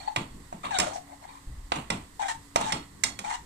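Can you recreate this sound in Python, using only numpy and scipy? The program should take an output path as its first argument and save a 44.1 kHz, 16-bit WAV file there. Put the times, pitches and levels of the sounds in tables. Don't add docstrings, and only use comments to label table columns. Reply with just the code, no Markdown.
import sys
import numpy as np
from scipy import signal
from scipy.fft import rfft, irfft
from scipy.io import wavfile
from scipy.ndimage import uniform_filter1d

SR = 44100
rng = np.random.default_rng(int(sys.argv[2]) if len(sys.argv) > 2 else 0)


def dump(signal):
    limited = np.clip(np.atleast_2d(signal).T, -1, 1)
    pcm = np.round(limited * 32767).astype(np.int16)
    wavfile.write(sys.argv[1], SR, pcm)


N = 152145
T = np.arange(N) / SR
F = np.fft.rfftfreq(N, 1 / SR) + 1


def undb(db):
    return 10 ** (np.asarray(db) / 20)


def unit(x):
    return x / np.sqrt(np.mean(x ** 2))


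def colour(x, table):
    hz, db = np.array(table, float).T
    gain = undb(np.interp(np.log(F), np.log(hz), db))
    return irfft(rfft(x) * gain, N)


def band(x, hz, width_hz):
    return signal.lfilter(*signal.iirpeak(hz, hz / width_hz, SR), x)


def band_twice(x, hz):
    return band(band(x, hz, hz), hz, hz)


def swell(start_s, rise_s, t60_s):
    t = np.maximum(T - start_s, 0)
    return (1 - np.exp(-t / rise_s)) * np.exp(-np.log(1000) * t / t60_s)


def grains(per_s, scatter_db):
    hits = rng.random(N) < per_s / SR
    sizes = rng.standard_normal(N) * undb(scatter_db * rng.exponential(size=N))
    return unit(hits * sizes)


def apart(draw):
    both, left, right = draw(), draw(), draw()
    return (both + 1.78 * np.array([left, right])) / np.sqrt(1.5)


def walk(per_s):
    k = int(SR / per_s)
    return unit(uniform_filter1d(uniform_filter1d(rng.standard_normal(N), k), k))


def ring(x, hz, t60_s):
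    pole = np.exp(2j * np.pi * hz / SR - np.log(1000) / (t60_s * SR))
    return signal.lfilter([1], [1, -pole], x).imag


def panned(x, left_minus_right_db):
    return x * undb(np.array([[left_minus_right_db], [-left_minus_right_db]]) / 2)


GRIT_PER_S, GRIT_SCATTER_DB = 6000, 1.5


def grit():
    return apart(lambda: grains(GRIT_PER_S, GRIT_SCATTER_DB))


GRIP_S, LIFT_T60_S = .002, .06
SLIP_JITTER, OVERTONE_FLICKER_DB, SMEAR_PER_S = .015, 2.5, 350
ROUGH, FIRM_DB, ROUGH_PER_DB = .12, -37, .05
SQUEAK_PAN_DB, GRATE_FLICKER_DB = 11.5, 2
SINGS_FROM_HZ, SINGS_BELOW_HZ, SING_FLICKER_DB, GRIT_T60_S = 1500, 4700, 6.6, .022
# t/s, length/s, squeak level/dB, start f/Hz, end f/Hz, overtones/dB re squeak,
# grating level/dB, pan singing level/dB, swell over the stroke/dB
STROKES = [(0, 0.13, -58, 736, 873, -16, -52.5, -55, -13.5),
           (0.075, 0.017, -33.5, 852, 845, -6.5, -51.5, -56, -9.5),
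           (0.631, .038, -44, 1210, 1158, 8, -47, -45, 7),
           (0.706, 0.072, -37, 962, 727.4, 6, -42.5, -41.5, -1),
           (0.814, 0.033, -41, 758, 700, 4, -42, -58, -5),
           (0.862, 0.056, -43, 609, 625, -5, -43.5, -58, -7.5),
           (0.917, 0.03, -41, 762, 817, -5, -54.5, -53, 0.5),
           (0.955, 0.024, -40.5, 766, 723, -12, -48, -72, 0),
           (1.074, 0.062, -54, 738, 800, -16, -66, -66, 10),
           (1.211, 0.039, -55, 771, 820, -6, -62, -66.5, 16),
           (1.275, .11, -57.5, 830, 1040, -12, -63, -62, -5),
           (2.193, 0.019, -34, 902, 870, -8, -44, -49, 4.5),
           (2.216, 0.056, -36, 789, 809, -3.5, -39.5, -41.5, -6),
           (2.281, .035, -38.5, 908, 907, 9, -37, -41.5, -0.5),
           (2.601, .11, -39, 945, 863, -9, -40, -45.5, 3),
           (3.24, 0.075, -41.5, 846, 880, -13, -44.5, -49, -2),
           (3.297, .058, -41.5, 900.4, 965, 7.5, -40, -45, 1.5)]
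# f/Hz, level/dB
SQUEAK_COLOUR = [(1200, 5), (1520, -8.5), (1950, -16), (2800, -16)]
# f/Hz, level/dB
GRATING_COLOUR = [(710, 17.5), (1200, 6.5), (1870, 4), (3870, 1.5), (5180, 1), (7910, 2.5), (14800, -20.5)]
# f/Hz, level/dB, t60/s
PAN_MODES = [(590, -10, .2), (717, 0, .08), (930, 0, .07), (1180, -7, .08), (1960, -3, .3), (2130, -4, .06),
             (2400, -3, .08), (3354, -8, .4), (3800, -2, .06), (4360, -4, .45), (5256, -1, .18),
             (5830, -6, .06), (6590, -4, .13), (7375, -4, .1), (8150, -3, .12), (9560, -8, .1)]


def strokes():
    wobble = 1 + SLIP_JITTER * walk(160)
    flickers = [undb(OVERTONE_FLICKER_DB * walk(26) * (k > 0)) for k in range(3)]
    smears = [walk(SMEAR_PER_S) for _ in range(3)]
    squeak, push, sing = np.zeros((3, N))
    colour_hz, colour_db = np.array(SQUEAK_COLOUR).T
    for s, length, db, from_hz, to_hz, over_db, grate_db, sing_db, swell_db in STROKES:
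        part = slice(int(s * SR), min(int((s + length + .15) * SR), N))
        t = T[part] - s
        along = np.clip(t / length, 0, 1)
        lift_db = -60 * np.maximum(t - length, 0) / LIFT_T60_S
        force = (1 - np.exp(-t / GRIP_S)) * undb(swell_db * (along - .5) + lift_db)
        hz = (from_hz + (to_hz - from_hz) * np.sqrt(along)) * wobble[part]
        phase = 2 * np.pi * np.cumsum(hz) / SR
        rough = np.clip(ROUGH + ROUGH_PER_DB * max(FIRM_DB - db, 0), 0, 1)
        for k, (flicker, smear) in enumerate(zip(flickers, smears)):
            partial_db = db + over_db * (k > 0) + np.interp((k + 1) * hz, colour_hz, colour_db)
            steadiness = np.sqrt(1 - rough) + np.sqrt(rough) * smear[part]
            partial = np.sqrt(2) * np.sin((k + 1) * phase)
            squeak[part] += force * undb(partial_db) * flicker[part] * steadiness * partial
        push[part] += undb(grate_db) * force
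        sing[part] += undb(sing_db) * force
    grains_lr = grit()
    modes = 0
    for hz, db, _ in PAN_MODES:
        if SINGS_FROM_HZ < hz < SINGS_BELOW_HZ:
            modes = modes + undb(db + SING_FLICKER_DB * walk(67)) * unit(ring(grains_lr, hz, GRIT_T60_S))
    grate = unit(colour(grains_lr, [(600, -66), *GRATING_COLOUR]))
    grating = undb(GRATE_FLICKER_DB * walk(46)) * push * grate
    return panned(squeak, SQUEAK_PAN_DB) + grating + sing * unit(modes)


BURNER_DB, RUMBLE_FLICKER_DB, FLICKER_DB, ALIKE_BELOW_HZ = -51, 3, .6, 290
HUM_HZ, HUM_DB, HUM_WIDTH_HZ = 281.2, -62, 3.3
# f/Hz, level/dB
BURNER_COLOUR = [(27, -2), (54, -1), (151, -6), (293, -12), (665, -22), (1040, -12.5), (1480, -23),
                 (2000, -15), (2300, -26.5), (4400, -24.5), (6000, -29), (8000, -21.5), (10000, -29.5),
                 (14400, -33.5), (16000, -55)]
FLICKER_EDGES_HZ = [0, 60, 500, 3000, 22050]


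def burner():
    mid, side = (rfft(colour(rng.standard_normal(N), BURNER_COLOUR)) for _ in range(2))
    wide = 1 / (1 + (ALIKE_BELOW_HZ / F) ** 2)
    pair = np.array([mid + wide * side, mid - wide * side]) / np.sqrt(1 + wide ** 2)
    flickers = [(RUMBLE_FLICKER_DB, 6), (RUMBLE_FLICKER_DB, 12), (FLICKER_DB, 20), (FLICKER_DB, 25)]  # dB, 1/s
    gas = 0
    for lo, hi, (db, per_s) in zip(FLICKER_EDGES_HZ, FLICKER_EDGES_HZ[1:], flickers):
        gas = gas + undb(db * walk(per_s)) * irfft(pair * ((F >= lo) & (F < hi)), N)
    hum = unit(band(rng.standard_normal(N), HUM_HZ, HUM_WIDTH_HZ))
    return undb(BURNER_DB) * unit(gas) + undb(HUM_DB) * hum


CRACK_RISE_S, CRACK_T60_S, TICK_DB = 0.001, 0.02, -3
THUD_RISE_S, THUD_T60_S, THUD_DB = 0.018, 0.32, 3
RATTLE_PER_S, RATTLE_SCATTER_DB, RATTLE_TILT_DB_PER_OCTAVE = 3000, 1.5, -5
RATTLE_RISE_S, RATTLE_T60_S = .002, 0.29
CLANK_DB, CLANK_T60_S = 19, .036
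RING_SCATTER_DB, CONTACT_S, RING_BEAT = 2.5, .003, .9
KNOCKS = [(0.161, -14.5, -16, -2.5, -1.5, -10.5, -15.5, -28.5),
          (0.526, -39.5, -2, 3.5, -45, -20, -10, -11.5), (0.642, -20.5, -22.5, -6, -49, -35, -13.5, -48),
          (0.786, -8, -26.5, -7, -8.5, -5, -19, -35.5), (0.799, -15.5, -28.5, -8, 1, -0.5, -21, -30),
          (1.7198, -13.5, -26.5, 5, -6, -34, -18.5, -37), (1.757, -27.5, -9, -18, -11, -14.5, -8, -20.5),
          (1.902, -11, -19.5, -7, -8, -11.5, -18, -28), (2.559, -9, -28, 3, -6.5, -7.5, -20, -32.5),
          (2.611, -22.5, -17.5, 0.5, -42, -5, -13, -32), (2.722, -19, -15, -12, 2.5, -3, -11, -27.5),
          (3.0365, -8, -32, -30, -6.5, -2.5, -27, -28), (3.19, -26.5, -16.5, -1, 2.5, 1, -17, -33.5)]
BANDS_HZ = [904, 2087, 6400]
# f/Hz, level/dB
THUD_COLOUR = [(40, -10), (146, 1.5), (281, 0.5), (600, -21), (900, -106)]


def knocks():
    noise = rng.standard_normal(N)
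    rattle = apart(lambda: grains(RATTLE_PER_S, RATTLE_SCATTER_DB))
    cracks = [unit(band_twice(noise, f)) for f in BANDS_HZ]
    tilts_db = [RATTLE_TILT_DB_PER_OCTAVE * np.log2(f / BANDS_HZ[0]) for f in BANDS_HZ]
    tails = sum(unit(band_twice(rattle, f)) * undb(d) for f, d in zip(BANDS_HZ, tilts_db))
    thud = unit(colour(rng.standard_normal(N), THUD_COLOUR))
    modes = np.arange(len(PAN_MODES))
    log_mode_hz = np.log(np.array(PAN_MODES)[:, 0])
    out, shudder = np.zeros((2, N)), np.zeros(N)
    blows, ticks = np.zeros((len(PAN_MODES), N)), np.zeros((len(BANDS_HZ), N))
    for s, db, thud_db, *tone, rattle_db, ring_db in KNOCKS:
        crack = sum(undb(db + d) * c for d, c in zip(tone, cracks))
        out += crack * swell(s, CRACK_RISE_S, CRACK_T60_S)
        out += undb(db + rattle_db) * tails * swell(s, RATTLE_RISE_S, RATTLE_T60_S)
        shudder += undb(db + thud_db + THUD_DB) * thud * swell(s, THUD_RISE_S, THUD_T60_S)
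        scatter_db = RING_SCATTER_DB * rng.standard_normal(len(modes))
        late_s = CONTACT_S * rng.random(len(modes))
        tone_db = np.interp(log_mode_hz, np.log(BANDS_HZ), tone)
        blows[modes, ((s + late_s) * SR).astype(int)] = undb(db + ring_db + scatter_db + tone_db)
        ticks[:, int(s * SR)] = undb(db + TICK_DB + np.array(tone))
    out += sum(band_twice(x, f) * SR / f / 2 for x, f in zip(ticks, BANDS_HZ))
    for blow, (hz, db, t60_s) in zip(blows, PAN_MODES):
        beat = 1 + RING_BEAT * np.array([walk(77), walk(180)])
        clank = undb(CLANK_DB) * ring(blow, hz, CLANK_T60_S)
        out += undb(db) * (ring(blow, hz, t60_s) * beat + clank)
    return out, shudder


RASP_S, RASP_DB, RASP_RISE_S, RASP_T60_S, RASP_HZ = 0.93, -35, .015, .12, 6330


def rasp():
    half = RASP_HZ / 2
    bright = unit(band(band(grit(), RASP_HZ, half), RASP_HZ, half))
    return undb(RASP_DB) * bright * swell(RASP_S, RASP_RISE_S, RASP_T60_S)


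PUFF_S, PUFF_DB, PUFF_RISE_S, PUFF_T60_S, PUFF_HZ = 1.462, -32.5, 0.014, 0.84, 60


def puff():
    sos = signal.butter(2, [15, PUFF_HZ], "bandpass", fs=SR, output="sos")
    air = signal.sosfilt(sos, rng.standard_normal(N))
    return undb(PUFF_DB) * unit(air) * swell(PUFF_S, PUFF_RISE_S, PUFF_T60_S)


LEFT_LAG_S, ROOM_DB, ROOM_T60_S = 0.000504, -9.5, .22
# f/Hz, level/dB
AIR_COLOUR = [(9000, 0), (12000, -6.5), (16000, -11)]


def scene():
    blows, shudder = knocks()
    pan = colour(blows + strokes() + rasp(), AIR_COLOUR)
    left = irfft(rfft(pan[0]) * np.exp(-2j * np.pi * F * LEFT_LAG_S), N)
    near = np.array([left, pan[1]]) + shudder
    echo = rng.standard_normal((2, SR // 2)) * swell(0.0019, 0.011, ROOM_T60_S)[:SR // 2]
    echo /= np.sqrt(np.sum(echo ** 2, axis=1, keepdims=True))
    room = signal.fftconvolve(pan, echo, axes=1)[:, :N]
    return near + undb(ROOM_DB) * room + burner() + puff()


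TOP_HZ = 15900
# f/Hz, left re right level/dB
PORTS = [(350, 0.5), (700, -1.5), (1290, -2.5), (2380, -4.5), (8120, -10), (15000, 5.5)]


def record(dry):
    pair = [colour(x, [(hz, side * db / 2) for hz, db in PORTS]) for x, side in zip(dry, (1, -1))]
    return signal.sosfilt(signal.ellip(8, .2, 70, TOP_HZ, fs=SR, output="sos"), pair)


dry = scene()
out = record(dry)
dump(out)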